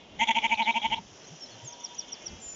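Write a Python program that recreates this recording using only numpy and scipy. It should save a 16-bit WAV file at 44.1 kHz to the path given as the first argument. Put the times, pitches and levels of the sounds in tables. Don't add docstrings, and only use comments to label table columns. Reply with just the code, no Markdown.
import sys
import numpy as np
from scipy import signal
from scipy.fft import rfft, irfft, next_fast_len
from scipy.io import wavfile
from scipy.ndimage import uniform_filter1d, map_coordinates

SR = 44100
rng = np.random.default_rng(int(sys.argv[2]) if len(sys.argv) > 2 else 0)


def undo_db(level):
    steps = np.asarray(level, float) / 20
    return 10 ** steps


def unload_wav(signal):
    wavfile.write(
        sys.argv[1],
        SR,
        np.round(np.clip(np.atleast_2d(signal).T, -1, 1) * 32767).astype(np.int16),
    )


N = 112455
T = np.arange(N) / SR


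def unit(x):
    return x / np.sqrt(np.mean(np.abs(x) ** 2) + 1e-20)


def curves(rows, t):
    s, *cols = np.transpose(rows)
    return [np.interp(t, s, c) for c in cols]


def bump(t, s, width):
    return np.exp(-.5 * ((t - s) / width) ** 2)


def wobble(rate, size, count=1):
    knots = rng.standard_normal((count, size // 40 + 4))
    places = np.arange(size) * min(rate, 1000) / SR
    return np.array([map_coordinates(k, [places]) for k in knots])


def filtered(x, response):
    m = next_fast_len(N + 8192)
    return irfft(rfft(x, m) * response(np.fft.rfftfreq(m, 1 / SR)), m)[:N]


def peak(f, hz, width):
    return 1j * f * width / (hz * hz - f * f + 1j * f * width)


def echoed(x, db, t60):
    tail = rng.standard_normal(SR // 2) * undo_db(-60 * T[:SR // 2] / t60)
    delayed = np.pad(x, (300, 0))
    return x + undo_db(db) * signal.fftconvolve(delayed, tail / np.linalg.norm(tail))[:N]


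def whistle(hz, gain):
    return np.sqrt(2) * gain * np.sin(2 * np.pi * np.cumsum(hz) / SR)


def patchy(response, patchy_db):
    z = signal.stft(rng.standard_normal(N + 512), nperseg=512)[2]
    patches = uniform_filter1d(uniform_filter1d(rng.standard_normal(z.shape), 4, 0), 8, 1)
    noise = signal.istft(z * undo_db(patchy_db * unit(patches)), nperseg=512)[1][:N]
    return unit(filtered(noise, response))


def field():
    # (frequency [Hz], level [dB per Hz])
    air_colour = [(60, -26), (130, -2.5), (260, 3), (590, -1.5), (1200, -10.5), (3270, -9.5), (4090, -21.5),
                  (5720, -15), (7700, -23)]
    # (frequency [Hz], width [Hz], level [dB])
    flock_peaks = [(656, 525, 0), (3160, 930, -2)]
    # (time [s], air [dB], flock [dB], far birds [dB], rumble [dB])
    bed_levels = [(0, -53.5, -59, -85.5, -65.5), (.4, -52.5, -51.5, -59, -64.5),
                  (1.05, -53, -59.5, -58.5, -70.5), (1.3, -51.5, -56.5, -55, -74),
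                  (1.6, -51, -55.5, -55.5, -71.5), (2.0, -57, -54, -56, -64.5),
                  (2.55, -51, -59, -55.5, -70)]
    # (time [s], level [dB])
    air_hollow = [(0, -4.5), (.3, -0.5), (1.2, 1.5)]
    air_db, flock_db, birds_db, rumble_db = curves(bed_levels, T)
    f, v = np.transpose(air_colour)
    air = patchy(lambda hz: undo_db(np.interp(np.log(hz + 1), np.log(f), v)), patchy_db=.8)
    flock = patchy(lambda hz: sum(undo_db(db) * np.abs(peak(hz, c, w)) ** 2 for c, w, db in flock_peaks),
                   patchy_db=1.5)
    birds = patchy(lambda hz: np.abs(peak(hz, 5754, 1600)) ** 2, patchy_db=1.5)
    hollow = filtered(air, lambda hz: np.abs(peak(hz, 1500, 900)) ** 2)
    air = air + (undo_db(curves(air_hollow, T)[0]) - 1) * hollow
    rumble = patchy(lambda hz: np.abs(peak(hz, 76, 180)) ** 2, patchy_db=-2.5)
    gusty_db = air_db + 2.4 * wobble(10.72, N)[0]
    lumpy_db = rumble_db - 7.5 * wobble(9.9, N)[0]
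    return undo_db(gusty_db) * air + undo_db(flock_db) * flock + undo_db(birds_db) * birds + undo_db(lumpy_db) * rumble


def far_lamb(call):
    # (multiple of the pitch, level [dB])
    far_partials = [(3, 3), (7, -15), (8, -14), (9, -10), (10, -1), (11, 0)]
    hz, db, lift_db = curves(call, T)
    hz = hz * (1 + .004 * wobble(25, N)[0])
    db = db + 2 * np.sin(2 * np.pi * 10 * T)
    blur = 1 + .35 * wobble(40.2, N, count=6)
    out = np.zeros(N)
    for (k, level), b in zip(far_partials, blur):
        tilt = (6 < k < 10) - (k == 3)
        out += whistle(k * hz, undo_db(db + level + lift_db * tilt) * b)
    return echoed(out * (T >= call[0][0]) * (T <= call[-1][0]), -9, .3)


def throat_motion(t):
    # (core start [s], core length [s], level [dB], lead-in [s])
    openings = [(0.2133, .027, -21, 0.02), (.2865, .029, -21, 0.016), (.363, .026, -22.5, 0.016),
                (0.44, 0.02567, -24, .02), (.5165, .026, -22.5, 0.022), (0.595, .038, -23, 0.021),
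                (0.674, .037, -22, .018), (0.758, 0.0247, -22, .017), (0.843, 0.024, -23.5, .026),
                (0.92, 0.026, -24.5, .019), (0.979, .011, -32, 0.024)]
    # (top [Hz], end [Hz])
    arches = [(229, 233), (229.5, 223), (231, 225), (231, 224), (231, 223), (231, 213), (230, 230),
              (230, 229), (227, 224), (228, 230), (229, 228)]
    rise_s, snap_s, shut_s, tail_s = .004, .0031, .0061, .012
    gap_db, dome_db = -29.5, 3.5
    lead_flat, onset_flat = .09, .035
    shape = []
    for (s, d, db, lead), (top, end) in zip(openings, arches):
        late_s = s - .66
        sharp = .27 * max(late_s, -2 * lead_flat)
        flat_hz = top * (1 - lead_flat)
        shut = s + d + shut_s
        shape += [(s - lead - rise_s, gap_db, db, flat_hz),
                  (s - lead, -13, db, flat_hz),
                  (s - snap_s / 2, -6.5, db, top * (1 - 2 * onset_flat)),
                  (s + snap_s / 2, -dome_db, db, top * (1 - onset_flat / 2)),
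                  (s + d * .4, 0, db, top),
                  (s + d, -dome_db, db, end),
                  (shut, -19, db, end * (1 + sharp / 2)),
                  (shut + tail_s, -17 + 11 * late_s, db, end * (1 + sharp))]
    first = (shape[0][0] - .008, -60, *shape[0][2:])
    last = (shape[-1][0], -60, *shape[-1][2:])
    shape = [first] + sorted(shape)[:-1] + [last]
    return uniform_filter1d(curves(shape, t), size=200, axis=1)


def throat_response(f, effort_db, weak, t):
    # (frequency [Hz], width [Hz], level [dB])
    resonances = [(890.8, 114, 0), (2250, 310, -3.5), (2828, 257, -6.5), (3187, 285, -9),
                  (6000, 680, -22.5), (6600, 1280, -24)]
    # (time [s], second resonance scale, its level [dB], fourth [dB], top ones [dB],
    # rise as the throat shuts [share])
    mouth = [(.19, 0.97, 0, 2, 2.5, 0.09), (.4, 1.016, 1.5, 2.5, -3.5, .05), (.56, 1.078, 2, -9, -6, 0.18),
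             (.64, 0.95, -2, 2, -11, 0.42), (.72, 1.047, -0.5, -4.5, -11, 0.3),
             (.8, 1.01, -7.5, 1.5, -9, 0.063), (1.0, 0.98, -2, 5.5, -11, 0.035)]
    # (time [s], width [s], depth [dB])
    chokes = [
        (.225, 0.0052, 6.5),
        (0.301, 0.0032, 18.5),
        (0.379, 0.0027, 15),
        (0.535, 0.0026, 4.5),
        (.613, 0.0032, 10.5),
        (.632, 0.0053, 16.5),
        (0.989, 0.016, 14),
    ]
    # (time [s], width [s], level [dB])
    flares = [
        (0.552, 0.0062, -23.5),
        (0.629, 0.0069, -20),
        (0.649, 0.0065, -23),
        (0.805, 0.006, -37.5),
        (.972, 0.011, -26),
    ]
    # (multiple of the pitch, level [dB])
    nasal_trim = [(2, -2.5), (3, 6), (5, -13), (6, -6.5), (7, -1), (8, -1.5)]
    scale, second_db, fourth_db, top_db, rise = curves(mouth, t)
    choke_db = sum(db * bump(t, s, w) for s, w, db in chokes)
    lift = 1 + np.clip(rise, 0, .18) * weak
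    wander = 1 + .025 * wobble(45, len(t), count=3)
    gains = np.array([-2 * weak, second_db, (second_db + fourth_db) / 2, fourth_db + 5 * weak, top_db, top_db])
    gains = gains - choke_db * (np.arange(6) > 0)[:, None]
    moves = [1, scale * wander[0], lift * wander[1], lift * wander[2], 1, 1]
    response = 0
    for i, ((hz, width, db), gain, move) in enumerate(zip(resonances, gains, moves)):
        p = peak(f, hz * move, width)
        response = response + (-1) ** i * undo_db(db + gain) * p * np.abs(p) ** .953
    flare = sum(undo_db(db - effort_db) * bump(t, s, w) for s, w, db in flares)
    response += flare * peak(f, 3850, 550) ** 2
    for multiple, db in nasal_trim:
        response[round(multiple) - 1] *= undo_db(db)
    response[0] = undo_db(-16.5 + .4 * effort_db)
    return response


def lamb():
    t = T[:round(1.1 * SR)]
    effort_db, level_db, pitch = throat_motion(t)
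    weak = uniform_filter1d(np.clip(-effort_db / 20, 0, 1), size=400)
    k = np.arange(1, 35)[:, None]
    f = k * pitch * (1 + .005 * wobble(150, len(t)))
    response = throat_response(f, effort_db, weak, t)
    rough = (.15 + .4 * weak) * np.clip(f / 2300, 0, 1) ** 2 * (k > 1)
    rough = np.maximum(rough, .12 * np.clip(2 * weak, 0, 1) ** 2 * (k > 1))
    breath = wobble(200, len(t), count=34) + 1j * wobble(200, len(t), count=34)
    breath = unit(uniform_filter1d(breath, size=2, axis=0))
    smear = np.exp(1j * .7 * (k > 5) * wobble(14, len(t), count=34))
    source = (np.sqrt(1 - rough) + np.sqrt(rough) * breath) * smear
    voice = np.real(response * source * np.exp(2j * np.pi * np.cumsum(f, 1) / SR)).sum(0)
    voice = np.sqrt(2) * voice * undo_db(level_db + effort_db + 0.28 * wobble(88.6, len(t))[0])
    return echoed(np.pad(voice, (0, N - len(t))), -21, .1)


def thuds():
    # (time [s], frequency [Hz], width [s], level [dB])
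    puffs = [
        (0.201, 31.6, 0.024, -73),
        (0.519, 60, 0.054, -57.5),
        (0.998, 168, 0.01, -43),
        (1.328, 144.7, 0.017, -44.5),
        (1.552, 108, 0.025, -51),
        (1.649, 118, 0.016, -43),
        (2.36, 89.5, 0.036, -57.5),
        (2.397, 197, 0.02, -54),
        (2.47, 40, 0.0067, -49),
    ]
    out = np.zeros(N)
    for s, hz, w, db in puffs:
        phase = 2 * np.pi * hz * (T - s) + 1.5 * wobble(45, N)[0]
        out += undo_db(db) * bump(T, s, w) * np.sin(phase)
    return out


def bird():
    # (time from its loudest [s], frequency [Hz], level [dB])
    syllable = [(-.051, 5500, -45), (-.046, 5600, -14), (-.043, 6100, -24), (-.039, 6800, -19),
                (-.035, 6600, -38), (-.022, 6280, -31), (-.017, 6130, -40), (-.012, 5980, -22),
                (-.006, 5830, -10), (.003, 5580, 0), (.0065, 5350, -26), (.009, 5250, -12),
                (.014, 5000, -26), (.019, 4700, -19), (.025, 4350, -27), (.029, 4150, -40),
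                (.035, 3900, -29), (.042, 3600, -45)]
    # (time [s], level [dB])
    sung = [
        (1.847, -30),
        (1.993, -27.5),
        (2.13, -29),
        (2.268, -29),
    ]
    # (start [s], length [s], from [Hz], to [Hz], level [dB])
    single_notes = [(1.265, 0.011, 5680, 6080, -51), (1.271, 0.019, 6400, 6600, -52.5),
                    (1.35, 0.041, 6000, 5800, -57), (1.405, 0.023, 5600, 5470, -44),
                    (1.416, 0.039, 5490, 5290, -42), (1.505, 0.05, 4480, 4100, -56),
                    (1.282, .025, 5640, 5640, -59), (1.634, 0.037, 7740, 6770, -47),
                    (1.667, 0.031, 6680, 6220, -39.5), (1.699, 0.019, 6450, 6600, -51),
                    (1.721, 0.0166, 6300, 5150, -44.5), (1.729, 0.03, 5080, 3850, -58.5),
                    (2.388, 0.021, 8050, 7150, -47.5), (2.411, 0.1253, 7165, 7020, -41),
                    (2.487, 0.12, 7180, 6780, -46.5), (1.243, 0.0077, 4100, 4150, -56.5),
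                    (1.348, .014, 4150, 4120, -64), (1.457, 0.013, 4130, 4070, -52)]
    # (delay [s], length [s], from [Hz], to [Hz], level [dB])
    after_blip = (.007, .01, 5250, 5620, -20)
    out = np.zeros(N)
    for s, db in sung:
        hz, shape_db = curves(syllable, T - s)
        out += whistle(hz, undo_db(db + shape_db) * (np.abs(T - s) < .06) * (shape_db > -44))
    delay, length, blip_from, blip_to, blip_db = after_blip
    blips = [(s + delay, length, blip_from, blip_to, db + blip_db) for s, db in sung]
    for s, d, from_hz, to_hz, db in list(single_notes) + blips:
        u = np.clip((T - s) / d, 0, 1)
        out += whistle(from_hz + (to_hz - from_hz) * u, undo_db(db) * np.sin(np.pi * u) ** .7)
    return echoed(out * undo_db(1.5 * wobble(140, N)[0]), -16, .12)


def scene():
    # (time [s], pitch [Hz], level [dB], lift of the middle partials [dB])
    early_call = [
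        (0, 314.5, -67.5, 12),
        (.1, 310, -71.5, 12),
        (.2, 312, -64.5, 11),
        (.4, 297, -94, 6),
    ]
    late_call = [(1.3, 305, -80, 0), (1.62, 312, -64, 0), (1.74, 320, -60, 0), (1.9, 320, -60, 0),
                 (2.03, 318, -60, 5), (2.17, 314, -62, 6), (2.24, 308, -62, 8), (2.275, 296, -64, 10),
                 (2.36, 298, -64, 10), (2.41, 294, -69, 10), (2.55, 290, -80, 8)]
    return (field() + far_lamb(early_call) + lamb() + thuds() + bird() + far_lamb(late_call))[None]


def roll_off(x):
    return signal.sosfilt(signal.butter(12, 7880, fs=SR, output="sos"), x)


def record(dry):
    top_hz, slope_hz = 7490, 139
    x = filtered(dry[0], lambda hz: 1 / (1 + np.exp(np.clip((hz - top_hz) / slope_hz, -50, 50))) ** 2)
    mix = (x + undo_db(-90.0) * rng.standard_normal(N))[None]
    return roll_off(mix)


dry = scene()
out = record(dry)
unload_wav(out)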